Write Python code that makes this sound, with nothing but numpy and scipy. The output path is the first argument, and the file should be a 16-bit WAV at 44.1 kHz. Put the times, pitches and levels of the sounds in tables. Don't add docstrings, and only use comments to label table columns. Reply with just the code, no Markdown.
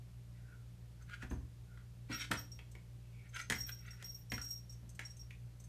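import sys
import numpy as np
from scipy import signal
from scipy.fft import next_fast_len
from scipy.io import wavfile
from scipy.ndimage import uniform_filter1d

SR = 44100
rng = np.random.default_rng(int(sys.argv[2]) if len(sys.argv) > 2 else 0)


def generate_wav(signal):
    frames = np.transpose(np.atleast_2d(signal))
    scaled = np.clip(frames, -1, 1) * 32767
    pcm = np.round(scaled).astype(np.int16)
    wavfile.write(sys.argv[1], SR, pcm)


N = 250488
AGE = np.arange(SR // 2) / SR

# pitch_hz, level_db
HUM_TONES = [(59.2, -59), (118.4, -54.5), (177.6, -69.5), (296.1, -85), (398.4, -87), (473.7, -91.5),
             (597.5, -86.5)]
# pitch_hz, level_db
RUMBLE_COLOUR = [(15, -22), (35, -2.5), (60, 4.5), (110, 0.5), (170, -1.5), (260, -22.5), (500, -56)]
HISS_COLOUR = [(130, -37.5), (220, -3), (397, -4), (426, -9.5), (464, -6), (603, -10), (756, -11),
               (1070, -14.5), (2180, -15.5), (4600, -18), (14000, -24)]

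# hardest_pull_s, level_db, swell_s, fade_s, fizz_db (added to level_db), pitch_hz
CLAW_STROKES = [(.365, -72.5, .05, 0.17, -20, 1950), (0.505, -64, 0.088, 0.13, -23, 1476),
                (1.021, -64.5, 0.034, 0.022, -9, 1480), (1.098, -56.5, .012, .04, -15, 1550),
                (1.14, -45, .045, 0.032, -17.5, 1610), (1.224, -47, 0.024, 0.033, -12, 1600),
                (1.735, -67.5, .09, 0.1, -28, 1420), (2.119, -41, 0.024, 0.076, -14, 1944),
                (2.218, -42.5, 0.055, 0.057, -9.5, 2115), (3.21, -67.5, .2, 0.13, -14, 2330),
                (3.258, -60.5, .025, 0.026, -22, 1850), (3.368, -38, .026, 0.013, -12.5, 1590),
                (3.399, -41.5, 0.028, 0.035, -7.5, 1963), (3.694, -47, 0.023, 0.021, -8.5, 1590),
                (3.882, -55, 0.081, 0.098, -23, 1900), (4.021, -59, 0.061, 0.018, -8, 1900)]
# pitch_hz, level_db
SCRAPE_COLOUR = [(300, -23), (1100, -17), (1440, 3.5), (1780, -10.5), (2200, -3), (3000, -3.5), (4500, -3),
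                 (7000, -13)]
FIZZ_COLOUR = [(2000, -2), (3800, 10.5), (5200, 9.5), (8000, 5), (10500, -4.5), (14000, -9)]

LOW_HZ, HIGH_HZ, DAMPED_HZ = 5594, 13852, 6290
# start_s, tone_db, tick_db
BELL_CLINKS = [(1.0221, -69.5, -68), (1.299, -59, -66), (1.3285, -64, -74), (2.713, -84, -61),
               (3.289, -68, -68), (3.343, -50.5, -62), (3.4125, -50, -56), (3.861, -64, -67),
               (4.7227, -65, -63), (4.891, -63, -57), (4.9477, -78, -61), (5.1659, -61, -60.5),
               (5.598, -66, -60.5), (5.638, -64, -60.5)]
# pitch_hz, level_db, ring_s
MUFFLED_TONES = [(DAMPED_HZ, 0, 0.073), (DAMPED_HZ + 110, -10, 0.034)]
# pitch_hz, level_db
RATTLE_COLOUR = [(2000, -14), (4800, -8), (5600, -2), (6400, 4), (7400, -2), (7900, 5.5), (8400, 3),
                 (9000, 0.5), (9600, -9.5), (12800, -11), (13800, -6)]

# start_s, level_db, crack_db, wood_db (both added to level_db), pitch_hz
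DOOR_KNOCKS = [(1.2245, -43.5, -27, -18, 1550), (1.3102, -50, -18, -9, 1710), (1.773, -55, -28, -25, 1370),
               (2.3126, -35.5, -8, -7, 2070), (2.3153, -28, -17, -13, 1600),
               (2.5895, -49.5, -25, -13.5, 2400), (2.7511, -51, -16, -7, 2190),
               (3.499, -34, -3.5, -19, 2000), (3.5057, -32.5, -17, -17, 1740),
               (3.5217, -31.5, -13.5, -19.5, 1800), (4.0247, -51, -3, -11.5, 1830),
               (4.3186, -35, -14.5, -11.5, 2030), (4.3792, -41, -20, -18, 1530),
               (4.9924, -37.5, -17, -15, 1960), (5.306, -49.5, -16.5, -21, 2430)]
# pitch_hz, level_db
PANEL_COLOUR = [(500, -34), (1100, -8.5), (1450, -5), (2000, -4.5), (2600, -8.5), (3200, -4.5), (3650, -11),
                (4050, -8), (5000, -12), (8000, -14.5)]
CRACK_COLOUR = [(1500, -1), (3200, 4.5), (4200, 0.5), (5200, 0.5), (8000, 1.5), (10500, -6.5), (14000, -7)]
WOOD_COLOUR = [(150, -6), (260, -2), (400, 0.5), (600, -2.5), (790, -1.5), (980, -0.5), (1200, -6.5),
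               (1600, -8), (3000, -26.5)]

# start_s, thud_db, sway_db
DOOR_THUMPS = [(1.228, -47, -46), (1.308, -40, -34.5), (1.402, -60, -54), (2.096, -40, -54),
               (2.305, -37.5, -48), (3.499, -40, -43), (4.317, -43, -46), (4.8227, -59.5, -55)]
# pitch_hz, level_db, ring_s
BEND_TONES = [(107.3, -8.5, 0.48), (146, -11, 0.18), (199, 4.5, 0.06), (228.3, -2.5, 0.082),
              (252.5, 2, 0.069), (288.2, 1, 0.096), (371.6, -11, 0.14), (465, -13, 0.085)]
SWAY_TONES = [(35.5, 1, 0.56), (55.2, 17, 0.35), (73, 15, 0.78)]

# start_s, level_db, high_note_db (added to level_db)
BELL_JINGLES = [(2.126, -47.5, -27), (2.1455, -48.5, -12), (2.191, -49, -26), (2.2085, -52, -29),
                (2.37, -46, -22), (2.388, -49.5, -8), (2.5168, -52, -21), (3.5516, -50, -11),
                (3.5833, -46.5, -14), (3.605, -41, -17), (3.664, -49.5, -5.5), (3.7175, -47.5, -10),
                (3.7877, -57, -8), (3.9058, -52, -22), (4.0435, -47, -10), (4.0891, -49.5, -7),
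                (4.144, -48.5, -8.5), (4.2994, -51, -12), (4.337, -43, -14), (4.4144, -42.5, -23),
                (4.4428, -45.5, -12), (4.481, -48.5, -20), (4.5053, -41, -16), (4.571, -53.5, -17),
                (4.695, -52.5, -20), (5.0501, -50, -28), (5.1002, -57, -28), (5.1932, -55, -17)]
# pitch_hz, level_db, ring_s
LOW_NOTE_TONES = [(LOW_HZ, 0, 0.11), (LOW_HZ - 60, -9.5, 0.022), (LOW_HZ + 130, -4, 0.02)]
HIGH_NOTE_TONES = [(HIGH_HZ, 0, 0.25), (HIGH_HZ - 110, -3, 0.059)]

# pitch_hz, ring_s
ROOM_ECHO = [(100, 0.39), (500, 0.3), (2000, 0.24), (6000, 0.33), (14000, 0.16)]


def gain_of(db):
    return 10 ** (np.asarray(db) / 20)


def evened(x):
    return x / np.sqrt(np.mean(x ** 2) + 1e-20)


def struck(x, size=441):
    return x / np.sqrt(uniform_filter1d(x ** 2, size, mode="constant").max() + 1e-20)


def look_up(points, hz):
    pitches, values = np.transpose(points)
    return np.interp(np.log(hz + 1), np.log(pitches + 1), values)


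def add(mix, start_s, sound):
    part = mix[max(round(start_s * SR), 0):][:len(sound)]
    part += sound[:len(part)]


def colour(x, points):
    size = next_fast_len(len(x) + 2048)
    hz = abs(np.fft.fftfreq(size, 1 / SR))
    log_gain = np.log(gain_of(look_up(points, hz)))
    response = np.exp(np.conj(signal.hilbert(log_gain)))
    return np.fft.ifft(np.fft.fft(x, size) * response).real[:len(x)]


def drift(rate_hz, count=12):
    t = np.arange(0, N, 128) / SR
    slow = sum(np.sin(2 * np.pi * (rate_hz * rng.uniform(.1, 1) * t + rng.random()))
               for _ in range(count))
    return np.interp(np.arange(N) / SR, t, evened(slow))


def ring(tones, spread_db=0.):
    return sum(gain_of(db + spread_db * rng.standard_normal() - 60 * AGE / ring_s)
               * np.sin(2 * np.pi * hz * AGE) * (-1) ** k
               for k, (hz, db, ring_s) in enumerate(tones))


def burst(points, ring_s):
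    noise = rng.standard_normal(len(AGE)) * gain_of(-60 * AGE / ring_s)
    return struck(colour(noise, points))


def resonate(x, hz, width_hz):
    turn = np.exp(2j * np.pi * np.cumsum(hz * np.ones(len(x))) / SR)
    decay = np.exp(-np.pi * width_hz / SR)
    return (turn * signal.lfilter([1 - decay], [1, -decay], x / turn)).real


def background(waver_db=1.65, rumble_db=-63, hiss_db=-70.5):
    t = np.arange(N) / SR
    hum = sum(gain_of(db + waver_db * drift(8.8))
              * np.sqrt(2) * np.sin(2 * np.pi * (hz * t + rng.random())) for hz, db in HUM_TONES)
    rumble = evened(colour(rng.standard_normal(N), RUMBLE_COLOUR))
    hiss = evened(colour(rng.standard_normal(N), HISS_COLOUR))
    return hum + gain_of(rumble_db) * rumble + gain_of(hiss_db) * hiss


def panel_ringing(x, ring_s=0.033, share=0.87):
    tail = rng.standard_normal(len(AGE)) * gain_of(-60 * AGE / ring_s)
    return x + share * signal.fftconvolve(x, tail / np.linalg.norm(tail))[:len(x)]


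def claw_scrapes(slips_per_s=1800, grit=0.074, waver_db=2.14, sink_octaves_per_s=1.2, hard_pull_db=-43):
    out = np.zeros(N)
    for pull_s, level, swell_s, fade_s, fizz_db, pitch_hz in CLAW_STROKES:
        t = np.arange(-1.6 * swell_s, 1.6 * fade_s, 1 / SR)
        pull_db = level - 20 * np.maximum(-t / swell_s, t / fade_s) + waver_db * drift(45)[:len(t)]
        centre_hz = pitch_hz * 2 ** (-sink_octaves_per_s * t)
        sizes = gain_of(0.5 * np.minimum(rng.exponential(1, SR), 3)) * rng.choice([-1, 1], SR)
        slips = sizes * (rng.random(SR) < slips_per_s / SR)
        rubbing = (slips + grit * rng.standard_normal(SR))[:len(t)]
        panel = resonate(colour(rubbing, SCRAPE_COLOUR), centre_hz, width_hz=1700)
        panel = resonate(panel, centre_hz, width_hz=3600 * gain_of(0.67 * (level - hard_pull_db)))
        squeak = evened(resonate(panel, centre_hz, width_hz=25))
        rasp = evened(evened(panel_ringing(panel)) + 0.5 * squeak)
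        fizz = gain_of(fizz_db + 1) * evened(colour(rubbing, FIZZ_COLOUR))
        loudness = gain_of(pull_db - 1) * signal.windows.tukey(len(t), .08)
        add(out, pull_s + t[0], loudness * (rasp + fizz))
    return out


def bell_echo(hz, width_hz, ring_s, swell_s=0.014):
    decay = np.exp(-np.pi * width_hz / SR)
    shimmer = rng.standard_normal((2 * len(AGE), 2)) @ [1, 1j]
    for _ in range(2):
        shimmer = signal.lfilter([1 - decay], [1, -decay], shimmer)
    wave = (shimmer[len(AGE):] * np.exp(2j * np.pi * hz * AGE)).real
    return evened(wave) * gain_of(-60 * AGE / ring_s) * (1 - np.exp(-AGE / swell_s))


def bell_clinks(swell_s=.002):
    out = np.zeros(N)
    swell = 1 - np.exp(-AGE / swell_s)
    for start_s, tone_db, tick_db in BELL_CLINKS:
        tone = struck(ring(MUFFLED_TONES)) + gain_of(-9) * bell_echo(DAMPED_HZ, 190, ring_s=0.35)
        tick = burst(RATTLE_COLOUR, ring_s=0.1)
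        add(out, start_s, (gain_of(tone_db - 1) * tone + gain_of(tick_db - 1) * tick) * swell)
    return out


def door_knocks(hard_knock_db=-30, wood_swell_s=0.003):
    out = np.zeros(N)
    for start_s, level, crack_db, wood_db, pitch_hz in DOOR_KNOCKS:
        width_hz = 550 * gain_of(0.12 * (level - hard_knock_db))
        landing_s = 0.00074 * gain_of(0.24 * (hard_knock_db - level))
        clack = gain_of(-6) * struck(resonate(burst(PANEL_COLOUR, ring_s=0.039), pitch_hz, width_hz))
        crack = gain_of(crack_db + 1) * burst(CRACK_COLOUR, ring_s=.025)
        hit = (clack + crack) * np.minimum(AGE / landing_s, 1)
        hollow = gain_of(wood_db) * burst(WOOD_COLOUR, ring_s=0.047) * (1 - np.exp(-AGE / wood_swell_s))
        add(out, start_s, gain_of(level) * (hit + hollow))
    return out


def door_thumps(swell_s=0.0058):
    out = np.zeros(N)
    for start_s, thud_db, sway_db in DOOR_THUMPS:
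        hollow = gain_of(thud_db - 7) * burst(WOOD_COLOUR, ring_s=0.093)
        tones = [(hz * rng.uniform(.96, 1.04), db, ring_s) for hz, db, ring_s in BEND_TONES]
        bend = gain_of(thud_db) * struck(ring(tones, spread_db=1.4))
        sway = gain_of(sway_db - 4.5) * struck(ring(SWAY_TONES, spread_db=6.1))
        add(out, start_s, (hollow + bend + sway) * (1 - np.exp(-AGE / swell_s)))
    return out


def pellet_bounces(gap_s=0.0036, loss_db=2.5, count=5):
    times_s = np.cumsum(gap_s * rng.uniform(0.25, 2.3, count))
    samples = np.minimum((times_s * SR).astype(int), len(AGE) - 1)
    hits = np.zeros(len(AGE))
    hits[0] = 1
    hits[samples] += gain_of(-loss_db * (2 + np.arange(count)))
    return hits


def pellet_strike(low_db, high_db, rattle_db, flutter_db=2.2, tone_swell_s=0.0021, rattle_swell_s=.0025):
    low = struck(ring(LOW_NOTE_TONES, spread_db=1.43))
    low += gain_of(-5) * bell_echo(LOW_HZ, width_hz=116, ring_s=0.24)
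    high = struck(ring(HIGH_NOTE_TONES, spread_db=1.7))
    high += gain_of(-5) * bell_echo(HIGH_HZ, width_hz=27, ring_s=0.25)
    ticks = signal.fftconvolve(pellet_bounces(), burst(RATTLE_COLOUR, ring_s=0.065))[:len(AGE)]
    rattle = struck(ticks) + gain_of(-2) * burst(RATTLE_COLOUR, ring_s=0.25)
    tone = sum(gain_of(db + flutter_db * drift(55)[:len(AGE)]) * note
               for db, note in ((low_db, low), (high_db, high)))
    tone *= 1 - np.exp(-AGE / tone_swell_s)
    return tone + gain_of(rattle_db) * rattle * (1 - np.exp(-AGE / rattle_swell_s))


def bell_jingles(roll_back_s=.032, roll_loss_db=17):
    out = np.zeros(N)
    for start_s, level, high_db in BELL_JINGLES:
        back_s = roll_back_s * rng.uniform(0.67, 1.33)
        rattle_db = -19 - 0.29 * high_db
        for at_s, db in (start_s, level), (start_s + back_s, level - roll_loss_db):
            add(out, at_s, pellet_strike(db + 1, db + high_db + 1, db + rattle_db))
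    return out


def room_echo(x, delay_s=0.006, echoes_per_s=3000):
    echoes = rng.choice([-1., 1.], len(AGE)) * (rng.random(len(AGE)) < echoes_per_s / SR)
    hz, t, bands = signal.stft(echoes * (AGE > delay_s), SR, nperseg=256)
    fade = gain_of(-60 * t / look_up(ROOM_ECHO, hz)[:, None])
    tail = signal.istft(bands * fade, SR, nperseg=256)[1]
    return signal.fftconvolve(x, tail / np.linalg.norm(tail))[:N]


def scene():
    door = door_knocks() + door_thumps()
    scrapes = claw_scrapes()
    echo = room_echo(gain_of(-4) * door + gain_of(-9) * scrapes)
    return (bell_jingles() + bell_clinks() + door + scrapes + echo + background())[None]


def record(dry):
    treble_cut = signal.firwin(301, 14200, window=("kaiser", 8), fs=SR)
    return signal.oaconvolve(dry, treble_cut[None], "same")


dry = scene()
out = record(dry)
generate_wav(out)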